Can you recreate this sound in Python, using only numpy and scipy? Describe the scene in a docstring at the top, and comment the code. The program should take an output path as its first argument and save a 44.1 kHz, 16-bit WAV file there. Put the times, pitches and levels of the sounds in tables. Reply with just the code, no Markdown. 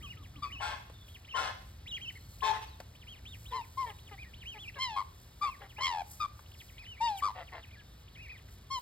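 """Bare earth of a farm yard: two black swans and their cygnets.
The adults bugle in short falling whistles (arched near-sines, some fluttering), and give hoarse honks
and soft grunts (rough pulses through throat resonances); the cygnets peep in fast sine glides.
Distant birds call thinly, and bills and feet tap on dry litter (short ringing noise bursts).
Shaped noise makes a faint low rumble under it all and a high hiss that flickers and swells."""
import sys
import numpy as np
from scipy import signal
from scipy.fft import rfft, irfft
from scipy.io import wavfile

SR = 44100
rng = np.random.default_rng(int(sys.argv[2]) if len(sys.argv) > 2 else 0)


def master(y):
    """Save y as 16-bit WAV."""
    cut = np.clip(np.atleast_2d(y).T, -1, 1)
    pcm = np.round(cut * 32767)  # scale
    wavfile.write(sys.argv[1], SR, pcm.astype(np.int16))


N = 388521
T = np.arange(N) / SR
FREQS = np.fft.rfftfreq(N, 1 / SR)

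# throat colour of honks and grunts: freq_hz, gain_db
THROAT = [(260, -41), (430, 4.5), (540, 2), (720, 5), (900, 7), (1150, 0), (1500, -8.5), (1900, 3),
          (2300, -5), (5000, -60)]
# rasp colour of honks and grunts: freq_hz, gain_db
RASP = [(1700, -11.5), (2200, -6), (2700, 2), (3300, 2), (4500, -4.5), (5500, -5.5), (7000, -14),
        (10000, -17.5), (15000, -32)]
# how far a source on the left shows as a level difference: freq_hz, share
PAN_SHARE = [(220, 0), (400, 0.57), (1400, 1), (1900, 0)]
PUSH_DB_PER_OCTAVE = 10   # harder blowing is both higher and louder


def from_db(db):
    """Decibels to gain."""
    return 10 ** (np.asarray(db) / 20)


def rms_one(x):
    """Scale to unit power."""
    return x / np.sqrt(np.mean(x ** 2) + 1e-20)


def at_hz(points, hz):
    """Read a table on a log-frequency axis."""
    table_hz, value = np.transpose(points)
    return np.interp(np.log(np.maximum(hz, 1)), np.log(table_hz), value)


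def colour(x, points):
    """Filter by a spectrum in dB."""
    size = x.shape[-1]
    gain = from_db(at_hz(points, np.fft.rfftfreq(size, 1 / SR)))
    return irfft(rfft(x) * gain, size)


def drift(t, rate_hz):
    """Random wander: straight lines between normal draws of spread 1."""
    knots_s = np.arange(0, 9, 1 / rate_hz)
    return np.interp(t - t[0], knots_s, rng.standard_normal(len(knots_s)))


def span(start_s, end_s):
    """Sample indices and times of a stretch."""
    at = np.arange(max(int(start_s * SR), 0), min(int(end_s * SR), N))
    return at, T[at]


def fade(t, edge_s):
    """Soft start and stop."""
    from_edge_s = np.minimum(t - t[0], t[-1] - t)
    return np.sin(np.pi / 2 * np.clip(from_edge_s / edge_s, 0, 1)) ** 2


def envelope(t, attack_s, release_s):
    """Attack, hold and release."""
    rise = np.sin(np.pi / 2 * np.clip((t - t[0]) / attack_s, 0, 1))
    fall = np.sin(np.pi / 2 * np.clip((t[-1] - t) / release_s, 0, 1))
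    return (rise * fall) ** 2


def bell(x, half_width):
    """A hump of height 1 around 0."""
    return 1 / (1 + (x / half_width) ** 2)


def phase_of(hz):
    """Running phase of a moving pitch."""
    return 2 * np.pi * np.cumsum(hz) / SR


def moving_resonance(x, hz, width_hz):
    """A single resonance whose centre follows a curve: shift down, smooth, shift back."""
    turn = np.exp(1j * phase_of(hz))
    r = np.exp(-np.pi * width_hz / SR)
    return 2 * np.real(turn * signal.lfilter([1 - r], [1, -r], x / turn))


def background(gain_db, rumble_db, rumble_waver_db, hiss_db, hiss_waver_db, hiss_grain_db):
    """Shaped noise: far rumble that wavers a little, and a faint high hiss that flickers and swells."""
    # yard spectrum before trims: freq_hz, level_db_per_hz
    yard = [(20, -121), (35, -83), (55, -72.5), (100, -74), (160, -86), (260, -93.5), (500, -97),
            (1200, -101.3), (2200, -104), (3800, -101.3), (5500, -105.3), (8000, -110.9), (13000, -109.7),
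            (15500, -110.8)]
    # left-right likeness: freq_hz, likeness_0_to_1
    likeness = [(100, 1), (250, 0.92), (600, 0.3), (1500, 0.71), (2500, 1), (15000, 1)]
    # hiss swells: middle_s, half_width_s, rise_db
    swells = [(0.051, 0.068, 6), (1.1, 0.077, 5), (2.352, 0.45, 6), (3.42, 0.14, 8.5), (3.8, 0.2, 7.5),
              (5.2, 1, 3), (6.13, 0.075, 14.5), (6.41, 0.023, 5), (6.62, 0.11, 9.5), (7.19, 0.029, 17),
              (8.53, .05, 7.5), (8.79, .04, 7)]
    # rumble course, used relative to its mean: time_s, level_db
    rumble_course = [(0.0, -47.5), (1.25, -54), (1.49, -51), (3.7, -52), (4.32, -51), (5.47, -54),
                     (7.75, -53.5), (8.71, -51), (8.81, -61)]

    noise = rfft(rng.standard_normal((2, N)))
    mid, side = noise * from_db(at_hz(yard, FREQS) + gain_db) * np.sqrt(SR / 4)
    mid = mid / np.sqrt(1 + (33 / np.maximum(FREQS, 1)) ** 8)   # the deepest rumble falls away
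    alike = np.clip(at_hz(likeness, FREQS), 0, 1)
    air = np.sqrt(1 + alike) * mid + np.sqrt(1 - alike) * side * [[1], [-1]]
    air = air * from_db(np.outer([.5, -.5], 4.1 * at_hz(PAN_SHARE, FREQS)))

    low = at_hz([(250, 1), (500, 0)], FREQS)
    high = at_hz([(4000, 0), (8000, 1)], FREQS)
    swell_db = sum(db * np.exp(-((T - middle) / width) ** 2) for middle, width, db in swells)
    time_s, course_db = np.transpose(rumble_course)
    course_db = np.interp(T, time_s, course_db - course_db.mean())
    rumble_level_db = rumble_db + course_db + rumble_waver_db * drift(T, 3.8)
    rumble = irfft(air * low, N) * from_db(rumble_level_db)
    flicker_db = hiss_waver_db * drift(T, 16) + hiss_grain_db * drift(T, 300)
    hiss = irfft(air * high, N) * from_db(hiss_db + swell_db + flicker_db)
    return rumble + irfft(air * (1 - low - high), N) + hiss


def far_birds(waver, count=4):
    """Faint sine calls from beyond the yard, broken by scatter; one low falling note repeats."""
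    # thin whistles: start_s, length_s, first_pitch_hz, last_pitch_hz, level_db
    far_calls = [(0.932, 0.24, 3650, 3250, -62), (2.14, 0.28, 4280, 4220, -69),
                 (2.667, 0.096, 4700, 3430, -62), (3.922, 0.12, 3770, 3770, -67.5),
                 (7.817, 0.13, 3660, 3600, -71)]
    # partials of the repeated note: first_pitch_hz, level_db
    far_partials = [(330, -59.5), (1340, -60.5)]
    start_s, period_s, length_s, fall_share = 0.00189, .163, 0.079, 0.205

    out = np.zeros(N)
    repeated = [(start_s + k * period_s, length_s, hz, hz * (1 - fall_share), db)
                for k in range(count) for hz, db in far_partials]
    for start, length, first_hz, last_hz, db in repeated + far_calls:
        at, t = span(start, start + length)
        hz = np.linspace(first_hz, last_hz, len(t)) * (1 + waver * drift(t, 304))
        # many paths add at random
        scatter = drift(t, first_hz / 30) + 1j * drift(t, first_hz / 30)
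        out[at] += from_db(db) * np.real(scatter * np.exp(1j * phase_of(hz))) * fade(t, 0.014)
    return out


def taps(t60_s, crack, gain_db):
    """Bills and feet on dry litter: decaying noise rings one broad resonance, a small crack on top."""
    # start_s, peak_db (before gain_db), ring_hz
    tap_list = [(0.898, -56.5, 401), (2.802, -47.5, 620), (6.392, -56.5, 902), (8.486, -61.5, 1810)]
    out = np.zeros(N)
    for start, db, hz in tap_list:
        at, t = span(start, start + .06)
        burst = rng.standard_normal(len(t)) * from_db(-60 * (t - start) / t60_s)
        knock = signal.lfilter(*signal.iirpeak(hz, 1.5, fs=SR), burst) + crack * burst
        out[at] += from_db(db + gain_db) * knock / np.abs(knock).max()
    return out


def peep(t, hz, db, octave_db=-21):
    """A cygnet's thin whistle, strongest as it glides through the resonance of its bill."""
    # freq_hz, gain_db
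    peep_colour = [(1500, -4), (2000, -6), (2600, -2), (3200, -1.5), (3800, -10), (5000, -8), (8000, -14)]
    phase = phase_of(hz * (1 + 0.00056 * drift(t, 495)))
    level = from_db(db + at_hz(peep_colour, hz) + 2.1 * drift(t, 75))
    tone = np.sin(phase) + from_db(octave_db) * np.sin(2 * phase)
    return np.sqrt(2) * level * tone * fade(t, 0.0044)


def cygnets(warble_db, chirp_db, peep_db, top_loss_db=14):
    """Two-crested warbles, slow chirps, and quick arches whose voice thins out at the top."""
    # levels in these tables are before trim and colour
    # start_s, length_s, crest_1_hz, crest_2_hz, dip_place_0_to_1, crest_1_db, crest_2_db
    warble_list = [(.005, 0.14, 3215, 2890, 0.55, -46, -42.5), (0.5, 0.14, 3010, 2990, 0.5, -40.5, -40.5),
                   (1.274, 0.13, 3104, 3120, 0.41, -46, -38), (1.857, 0.13, 3880, 3305, 0.58, -39, -30.5),
                   (1.992, 0.12, 3190, 3070, 0.66, -43.5, -34.5),
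                   (4.553, 0.15, 3470, 2710, 0.8, -44.5, -34), (7.65, 0.12, 2620, 2440, 0.5, -60, -50),
                   (8.183, 0.14, 2820, 2574, 0.73, -48.5, -42.5)]
    # start_s, length_s, top_pitch_hz, level_db
    chirp_list = [(0.438, 0.092, 2560, -50), (2.151, 0.03, 2200, -45.5), (3.065, 0.1, 3300, -48.5),
                  (3.249, 0.12, 3750, -47.5), (3.451, 0.1, 3900, -48), (3.607, 0.048, 2650, -51),
                  (4.176, 0.086, 2520, -45), (4.245, 0.058, 1920, -53.5), (4.346, 0.13, 3150, -59.5),
                  (4.447, .118, 3200, -43.5), (5.441, 0.12, 2730, -46), (5.759, 0.14, 3130, -45),
                  (6.719, 0.083, 2270, -62), (6.773, 0.075, 2550, -49), (6.825, .16, 3050, -50),
                  (6.968, 0.068, 2360, -49), (7.766, 0.058, 1695, -54), (8.15, 0.13, 2600, -51.5),
                  (8.28, 0.095, 2520, -48)]
    # start_s, length_s, top_pitch_hz, level_db
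    peep_list = [(0.168, 0.1, 4180, -54.5), (0.354, 0.11, 4070, -51), (1.079, 0.096, 4350, -52),
                 (1.244, 0.099, 4430, -54.5), (2.404, 0.077, 4450, -44.5), (2.949, 0.096, 4240, -53),
                 (3.078, 0.12, 4430, -56), (3.25, 0.11, 4300, -55), (3.825, 0.097, 4480, -51),
                 (3.982, 0.12, 4640, -55), (4.121, 0.14, 4340, -55), (4.333, 0.11, 4360, -51),
                 (4.738, 0.11, 4350, -51), (5.613, 0.12, 4230, -56), (6.458, .102, 5340, -56),
                 (6.514, 0.11, 5480, -52), (6.604, .105, 5240, -55.5), (6.778, 0.095, 5400, -49),
                 (7.07, 0.145, 4340, -44), (7.381, 0.12, 4930, -54), (7.548, 0.11, 4730, -53.5),
                 (7.708, 0.11, 5120, -55), (8.076, 0.1, 4600, -53.5), (8.293, 0.11, 4900, -56)]
    warble_foot_hz, dip_share = 1692, .86   # pitch at both ends; dip as a share of the second crest
    crest_1_place, crest_2_place = 0.49, .42   # shares of the stretches before and after the dip
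    # a skew under 1 rises faster than it falls; rounding under 1 flattens the top
    chirp_foot_hz, chirp_skew, chirp_rounding = 1600, .8, 0.76
    peep_foot_hz, peep_skew, peep_rounding = 1500, .74, .9

    out = np.zeros(N)
    for start, length, first_hz, second_hz, dip, first_db, second_db in warble_list:
        at, t = span(start, start + length)
        turns = [0, crest_1_place * dip, dip, dip + crest_2_place * (1 - dip), 1]
        step = np.interp((t - start) / length, turns, np.arange(len(turns)))
        # the glide slows at both crests and the dip
        inner = abs(step - 2) < 1.5
        eased = step - np.sin(2 * np.pi * step) / (2 * np.pi) * inner
        pitches_hz = [warble_foot_hz, first_hz, dip_share * second_hz, second_hz, warble_foot_hz]
        hz = np.interp(eased, np.arange(len(turns)), pitches_hz)
        db = np.interp(step, [1, 3], [first_db, second_db])
        out[at] += peep(t, hz, db + warble_db + PUSH_DB_PER_OCTAVE * np.log2(hz / hz.mean()))

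    for start, length, top_hz, db in chirp_list:
        at, t = span(start, start + length)
        along = np.linspace(0, 1, len(t))
        arch = np.abs(np.sin(np.pi * along ** chirp_skew)) ** chirp_rounding
        hz = chirp_foot_hz + (top_hz - chirp_foot_hz) * arch
        out[at] += peep(t, hz, db + chirp_db + PUSH_DB_PER_OCTAVE * np.log2(hz / hz.mean()))

    for start, length, top_hz, db in peep_list:
        at, t = span(start, start + length)
        along = np.linspace(0, 1, len(t))
        arch = np.abs(np.sin(np.pi * along ** peep_skew)) ** peep_rounding
        hz = peep_foot_hz + (top_hz - peep_foot_hz) * arch
        out[at] += peep(t, hz, db + peep_db - top_loss_db * arch ** 4)
    return out


def rough_pulses(t, hz, rough, growl_hz=176, growl_depth=0.49):
    """Uneven pulses of the syrinx, shaken by a slower growl that adds side tones; air on each opening."""
    neck_echo, neck_decay_s = 1, 0.0061   # echo strength against the direct pulse
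    phase = phase_of(hz * (1 + .025 * rough * drift(t, 260) + .03 * rough * drift(t, 25)))
    pulses = rms_one(sum(np.cos(k * phase + rng.uniform(0, 2 * np.pi)) for k in range(1, 33)))
    beat = phase_of(growl_hz * (1 + .15 * rough * drift(t, 150)))
    growl = rms_one((1 + growl_depth * rough * np.cos(beat)) ** 2)
    air = rng.standard_normal(len(t)) * (1 + .5 * np.cos(phase))
    source = (pulses + 1.1 * rough ** 3 * air) * growl
    # reflections along the long neck smear the pulses and dapple the spectrum
    lag_s = T[:500]
    neck = rng.standard_normal(len(lag_s)) * np.exp(-lag_s / neck_decay_s)
    neck = neck / np.sqrt(np.sum(neck ** 2))
    return rms_one(source + neck_echo * signal.fftconvolve(source, neck)[:len(t)])


def grunts(sag, rasp_db, crackle_db):
    """Short quiet notes in the low register that swell, sag in pitch and fade; the rough ones crackle."""
    # start_s, length_s, pitch_hz, level_db (before rasp and filter), roughness (about 0 to 1)
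    grunt_list = [(3.499, 0.11, 497, -48.5, 0.83), (3.851, 0.084, 471, -46.5, 0.53),
                  (4.106, 0.06, 435, -50.5, 0.3), (4.537, 0.07, 452, -53.5, 0.46),
                  (4.751, 0.057, 561, -49, 0.68), (5.424, 0.041, 435, -48.5, 0.24),
                  (5.596, 0.0923, 443, -52.5, 1.02), (5.775, 0.071, 433, -47, 0.88),
                  (7.339, 0.12, 384, -46.5, 0.91), (7.511, 0.114, 381.8, -47.5, 0.9)]
    attack_share, release_share = 0.24, 0.49   # of a grunt's length
    low_pass = signal.butter(2, 3400, fs=SR, output="sos")
    out = np.zeros(N)
    for start, length, hz, db, rough in grunt_list:
        at, t = span(start, start + length)
        sagging_hz = hz * (1 - sag * (t - start) / length)
        source = rough_pulses(t, sagging_hz, rough, growl_hz=152.5, growl_depth=0.4)
        rasp = from_db(rasp_db) * rms_one(colour(source, RASP))
        voice = signal.sosfilt(low_pass, rms_one(colour(source, THROAT)) + rasp)
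        level = from_db(db + crackle_db * rough * drift(t, 226))
        out[at] += level * voice * envelope(t, attack_share * length, release_share * length)
    return out


def windpipe(x):
    """Narrow resonances of the long windpipe ring on top of the direct sound."""
    # freq_hz, width_hz, gain_db
    resonances = [(720, 25, -9), (763, 69, 6.5), (1120, 160, 0), (1494, 9.2, -2), (1570, 41, 17.5),
                  (1730, 16, 0), (1840, 51, -13), (2500, 39, -2), (4100, 64, -18)]
    out = x.copy()
    for hz, width_hz, db in resonances:
        out += from_db(db) * signal.lfilter(*signal.iirpeak(hz, hz / width_hz, fs=SR), x)
    return out


def honks(pitch_hz, rough, note_db, focus=0.4):
    """Hoarse honks in which the voice breaks between a rough low register and whistled notes."""
    # start_s, length_s, release_s (scaled below), body_db, rasp_db (at the start), throat_hz (mid-honk)
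    honk_list = [(0.596, 0.23, 0.16, -46.5, -41, 990), (1.341, 0.2204, 0.13, -42, -40, 1010),
                 (2.419, 0.1173, 0.036, -43.5, -37, 1090), (2.52, 0.089, 0.075, -44, -45.5, 1100),
                 (2.605, 0.059, 0.043, -61, -46, 940)]
    # whistled notes: start_s, length_s, pitch_hz, fall_share, level_db (before note_db)
    honk_notes = [(0.616, .1, 824, -0.068, -47.5), (0.617, 0.063, 1411, 0.013, -45.5),
                  (.712, 0.053, 1078, 0.026, -49), (1.336, 0.063, 1069, 0.07, -38.5),
                  (1.366, .052, 1406, -0.0051, -38.5), (2.418, 0.062, 1069, 0.023, -36.5),
                  (2.456, 0.078, 880.5, 0.0049, -36), (2.524, 0.05, 1058, 0.037, -45)]
    honk_attack_s, rasp_attack_s = .014, 0.038
    throat_sag = 0.17   # share by which the throat resonance sinks
    wane_db_per_s = 26.5   # the rasp dies away as the air runs out
    note_attack_s, note_release_s = 0.012, 0.021

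    out = np.zeros(N)
    for start, length, release, body_db, rasp_db, throat_hz in honk_list:
        at, t = span(start, start + length)
        falling_hz = pitch_hz * np.linspace(1.02, .97, len(t))
        source = windpipe(rough_pulses(t, falling_hz, rough))
        low = rms_one(colour(source, THROAT))
        centre_hz = throat_hz * (1 + throat_sag * np.linspace(.5, -.5, len(t)))
        low = rms_one(low + focus * rms_one(moving_resonance(low, centre_hz, width_hz=120)))
        body = from_db(body_db) * low * envelope(t, honk_attack_s, 0.78 * release)
        # the rasp needs more pressure: it comes later and leaves sooner
        rasp_level = from_db(rasp_db - wane_db_per_s * (t - start))
        rasp = rasp_level * rms_one(colour(source, RASP)) * envelope(t, rasp_attack_s, 1.02 * release)
        out[at] += (body + rasp) * from_db(0.73 * drift(t, 177))

    for start, length, hz, fall, db in honk_notes:
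        at, t = span(start, start + length)
        phase = phase_of(hz * (1 - fall * (t - start) / length + 0.014 * drift(t, 456)))
        note = np.sin(phase) + 0.11 * np.sin(2 * phase)
        level = np.sqrt(2) * from_db(db + note_db + 1.1 * drift(t, 275))
        out[at] += level * note * envelope(t, note_attack_s, note_release_s)
    return out


def bugles(jitter, flutter_jitter, air_db, flutter_air_db, grain_db):
    """A near-sine whistle on a pitch arch, thin harmonics; a second, slow vibration pulses and roughens it."""
    # start_s, length_s, top_pitch_hz, time_to_top_s, arch_half_width_s, fall_share, fundamental_db,
    # fundamental_wane_db, harmonic_2_db, upper_harmonics_db, bill_resonance_hz, flutter_hz,
    # flutter_depth_0_to_1 (before its growth along the call)
    bugle_list = [(0.419, 0.078, 1176, 0.0074, 0.058, 0.098, -35.5, 28, -52, -52.5, 4700, 125.5, 0.33),
                  (3.518, 0.11, 1044, 0.04, 0.068, 0.33, -36, 9.5, -51, -51.5, 3180, 113, 0.24),
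                  (3.769, 0.096, 1074, 0.03, 0.062, 0.24, -33, 6.5, -49.5, -57, 4400, 112, .08),
                  (4.78, 0.21, 1052, 0.044, 0.096, 0.33, -41.5, 5, -39, -39, 3700, 94, 0.22),
                  (4.957, 0.079, 1103, 0.02, 0.054, 0.17, -31, 16, -48, -53.5, 3270, 102, 0.59),
                  (5.409, 0.1, 1189, 0.028, 0.055, 0.2, -31, 9.5, -43.5, -49, 3920, 121, 0.24),
                  (5.8, 0.231, 1081, 0.048, 0.074, .3, -36.5, 0.5, -34.5, -36.5, 3460, 86.8, 0.59),
                  (6.196, 0.073, 1235, 0.0086, 0.0617, 0.174, -33.5, 1.5, -44, -49, 3930, 106, 0.35),
                  (7.001, 0.24, 948.6, 0.049, 0.063, 0.23, -29.5, 46.5, -48, -45, 4300, 97, 0.05),
                  (7.217, 0.11, 1166, 0.027, 0.058, 0.28, -29, 24.5, -50.5, -48.5, 4140, 103.6, .65),
                  (8.699, .099, 1083, 0.031, 0.081, 0.3, -37, 2, -50, -42, 4800, 113, 0)]
    # upper harmonics: freq_hz, gain_db
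    bill = [(2400, 1), (3200, -6.5), (4300, -9), (5300, -11), (6500, -17.5), (8000, -25), (12000, -32)]
    # turbulence: freq_hz, gain_db
    air_colour = [(500, 4), (1500, -6), (2300, 0.5), (3500, 1), (5000, 2.5), (7000, -4.5), (14000, -15.5)]
    attack_s, release_s = 0.015, 0.015
    # effort crests just after the pitch; overtones sink as it slackens
    effort_lag_s, effort_half_width_s, slack_max_db = 0.0068, 0.05, 24
    flutter_onset, flutter_swing = .55, 0.02   # share of flutter at the start; pitch swing at full depth
    bill_peak_db, bill_half_width_hz = 7.5, 1800   # lift of the overtones near the bill resonance

    out = np.zeros(N)
    for (start, length, top_hz, crest, arch, fall, db, wane_db, second_db, upper_db,
         bill_hz, flutter_hz, depth) in bugle_list:
        at, t = span(start, start + length)
        along = np.linspace(0, 1, len(t))
        since_top = t - start - crest
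        hz = top_hz * (1 - fall * (1 - bell(since_top, arch)))
        slack_db = slack_max_db * (1 - bell(since_top - effort_lag_s, effort_half_width_s))

        flutter = np.clip(depth * (flutter_onset + along), 0, min(1.61 * depth, 1))
        beat = phase_of(flutter_hz * (1 + 0.051 * drift(t, 78)))
        swing = flutter_swing * flutter * np.cos(beat - .6)
        shake = (jitter + flutter_jitter * flutter) * drift(t, 900)
        phase = phase_of(hz * (1 + swing + shake))

        first = from_db(db - wane_db * along ** 3)
        voice = first * np.sin(phase) + from_db(second_db - slack_db) * np.sin(2 * phase)
        for k in range(3, 13):
            bill_db = at_hz(bill, k * hz) + bill_peak_db * bell(k * hz - bill_hz, bill_half_width_hz)
            level = from_db(upper_db - slack_db + bill_db + grain_db * drift(t, 62.6))
            voice += level * np.sin(k * phase)

        # turbulence rides on the harmonics and roughens the call
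        air = rms_one(colour(rng.standard_normal(len(t)) * (1 + np.cos(phase)), air_colour))
        flutter_air = from_db(upper_db - slack_db + flutter_air_db) * flutter
        voice += (first * from_db(air_db) + flutter_air) * air
        pulsing = (1 + flutter * np.cos(beat)) / np.sqrt(1 + flutter ** 2 / 2)
        out[at] += np.sqrt(2) * voice * pulsing * envelope(t, attack_s, release_s)
    return out


def ground_bounces(x, share):
    """Earth, fence and trunks return a few early copies that break up a gliding note."""
    out = x.copy()
    for lag in (rng.uniform(0.0018, 0.02, 5) * SR).astype(int):
        out[lag:] += share * x[:-lag]
    return out / np.sqrt(1 + 5 * share ** 2)


def placed(x, left_db):
    """Spread a source over both channels; the level difference shows in the low middle."""
    return irfft(rfft(x) * from_db(np.outer([.5, -.5], left_db * at_hz(PAN_SHARE, FREQS))), N)


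def yard_echo(x, t60_s, dull_hz):
    """Diffuse scatter from fence, trees and sheds: decaying, dulled noise tails, different in each ear."""
    t = T[:SR // 2]
    tail = rng.standard_normal((2, len(t))) * from_db(-60 * t / t60_s) * np.clip(t / 0.0021, 0, 1)
    tail = signal.sosfilt(signal.butter(1, dull_hz, fs=SR, output="sos"), tail)
    tail = tail / np.sqrt(np.sum(from_db(-120 * t / t60_s)))
    return signal.fftconvolve(x[None], tail, axes=1)[:, :N]


def scene():
    """Bugles, honks, grunts and peeps, with their echoes, in the open yard."""
    whistles = bugles(jitter=0.0029, flutter_jitter=0.06, air_db=-26, flutter_air_db=-17.5, grain_db=3.5)
    hoarse = honks(pitch_hz=435, rough=0.88, note_db=0.5)
    soft = grunts(sag=0.16, rasp_db=-8, crackle_db=2.5) + taps(t60_s=0.043, crack=0.025, gain_db=13.5)
    young = ground_bounces(cygnets(warble_db=-4.8, chirp_db=-2.4, peep_db=0.3), share=0.17)
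    clear = whistles + soft + young + far_birds(waver=0.026)
    direct = placed(clear, left_db=5.5) + placed(hoarse, left_db=16.5)
    clear_echo = from_db(-14) * yard_echo(clear, t60_s=0.4, dull_hz=5000)
    hoarse_echo = from_db(-2.5) * yard_echo(hoarse, t60_s=0.5, dull_hz=6300)
    air = background(gain_db=1.15, rumble_db=0.0, rumble_waver_db=0.3,
                     hiss_db=-1.66, hiss_waver_db=1.2, hiss_grain_db=2.43)
    return direct + clear_echo + hoarse_echo + air


def record(dry):
    """The two microphones differ in phase, more so toward the treble; the top is cut."""
    # freq_hz, left_lead_rad
    pair_phase = [(0, 0), (1000, -.35), (1600, -.35), (2600, 2.1), (3800, .9), (5000, 1.4), (5900, 3.1),
                  (8000, 6.3), (10200, 9.4), (12600, 12.6), (14800, 15.7), (22050, 25)]
    cutoff_hz = 15800
    lead_rad = np.interp(FREQS, *np.transpose(pair_phase))
    pair = irfft(rfft(dry) * np.exp(1j * np.outer([.5, -.5], lead_rad)), N)
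    return signal.sosfilt(signal.ellip(10, .1, 80, cutoff_hz, fs=SR, output="sos"), pair)


dry = scene()
out = record(dry)
master(out)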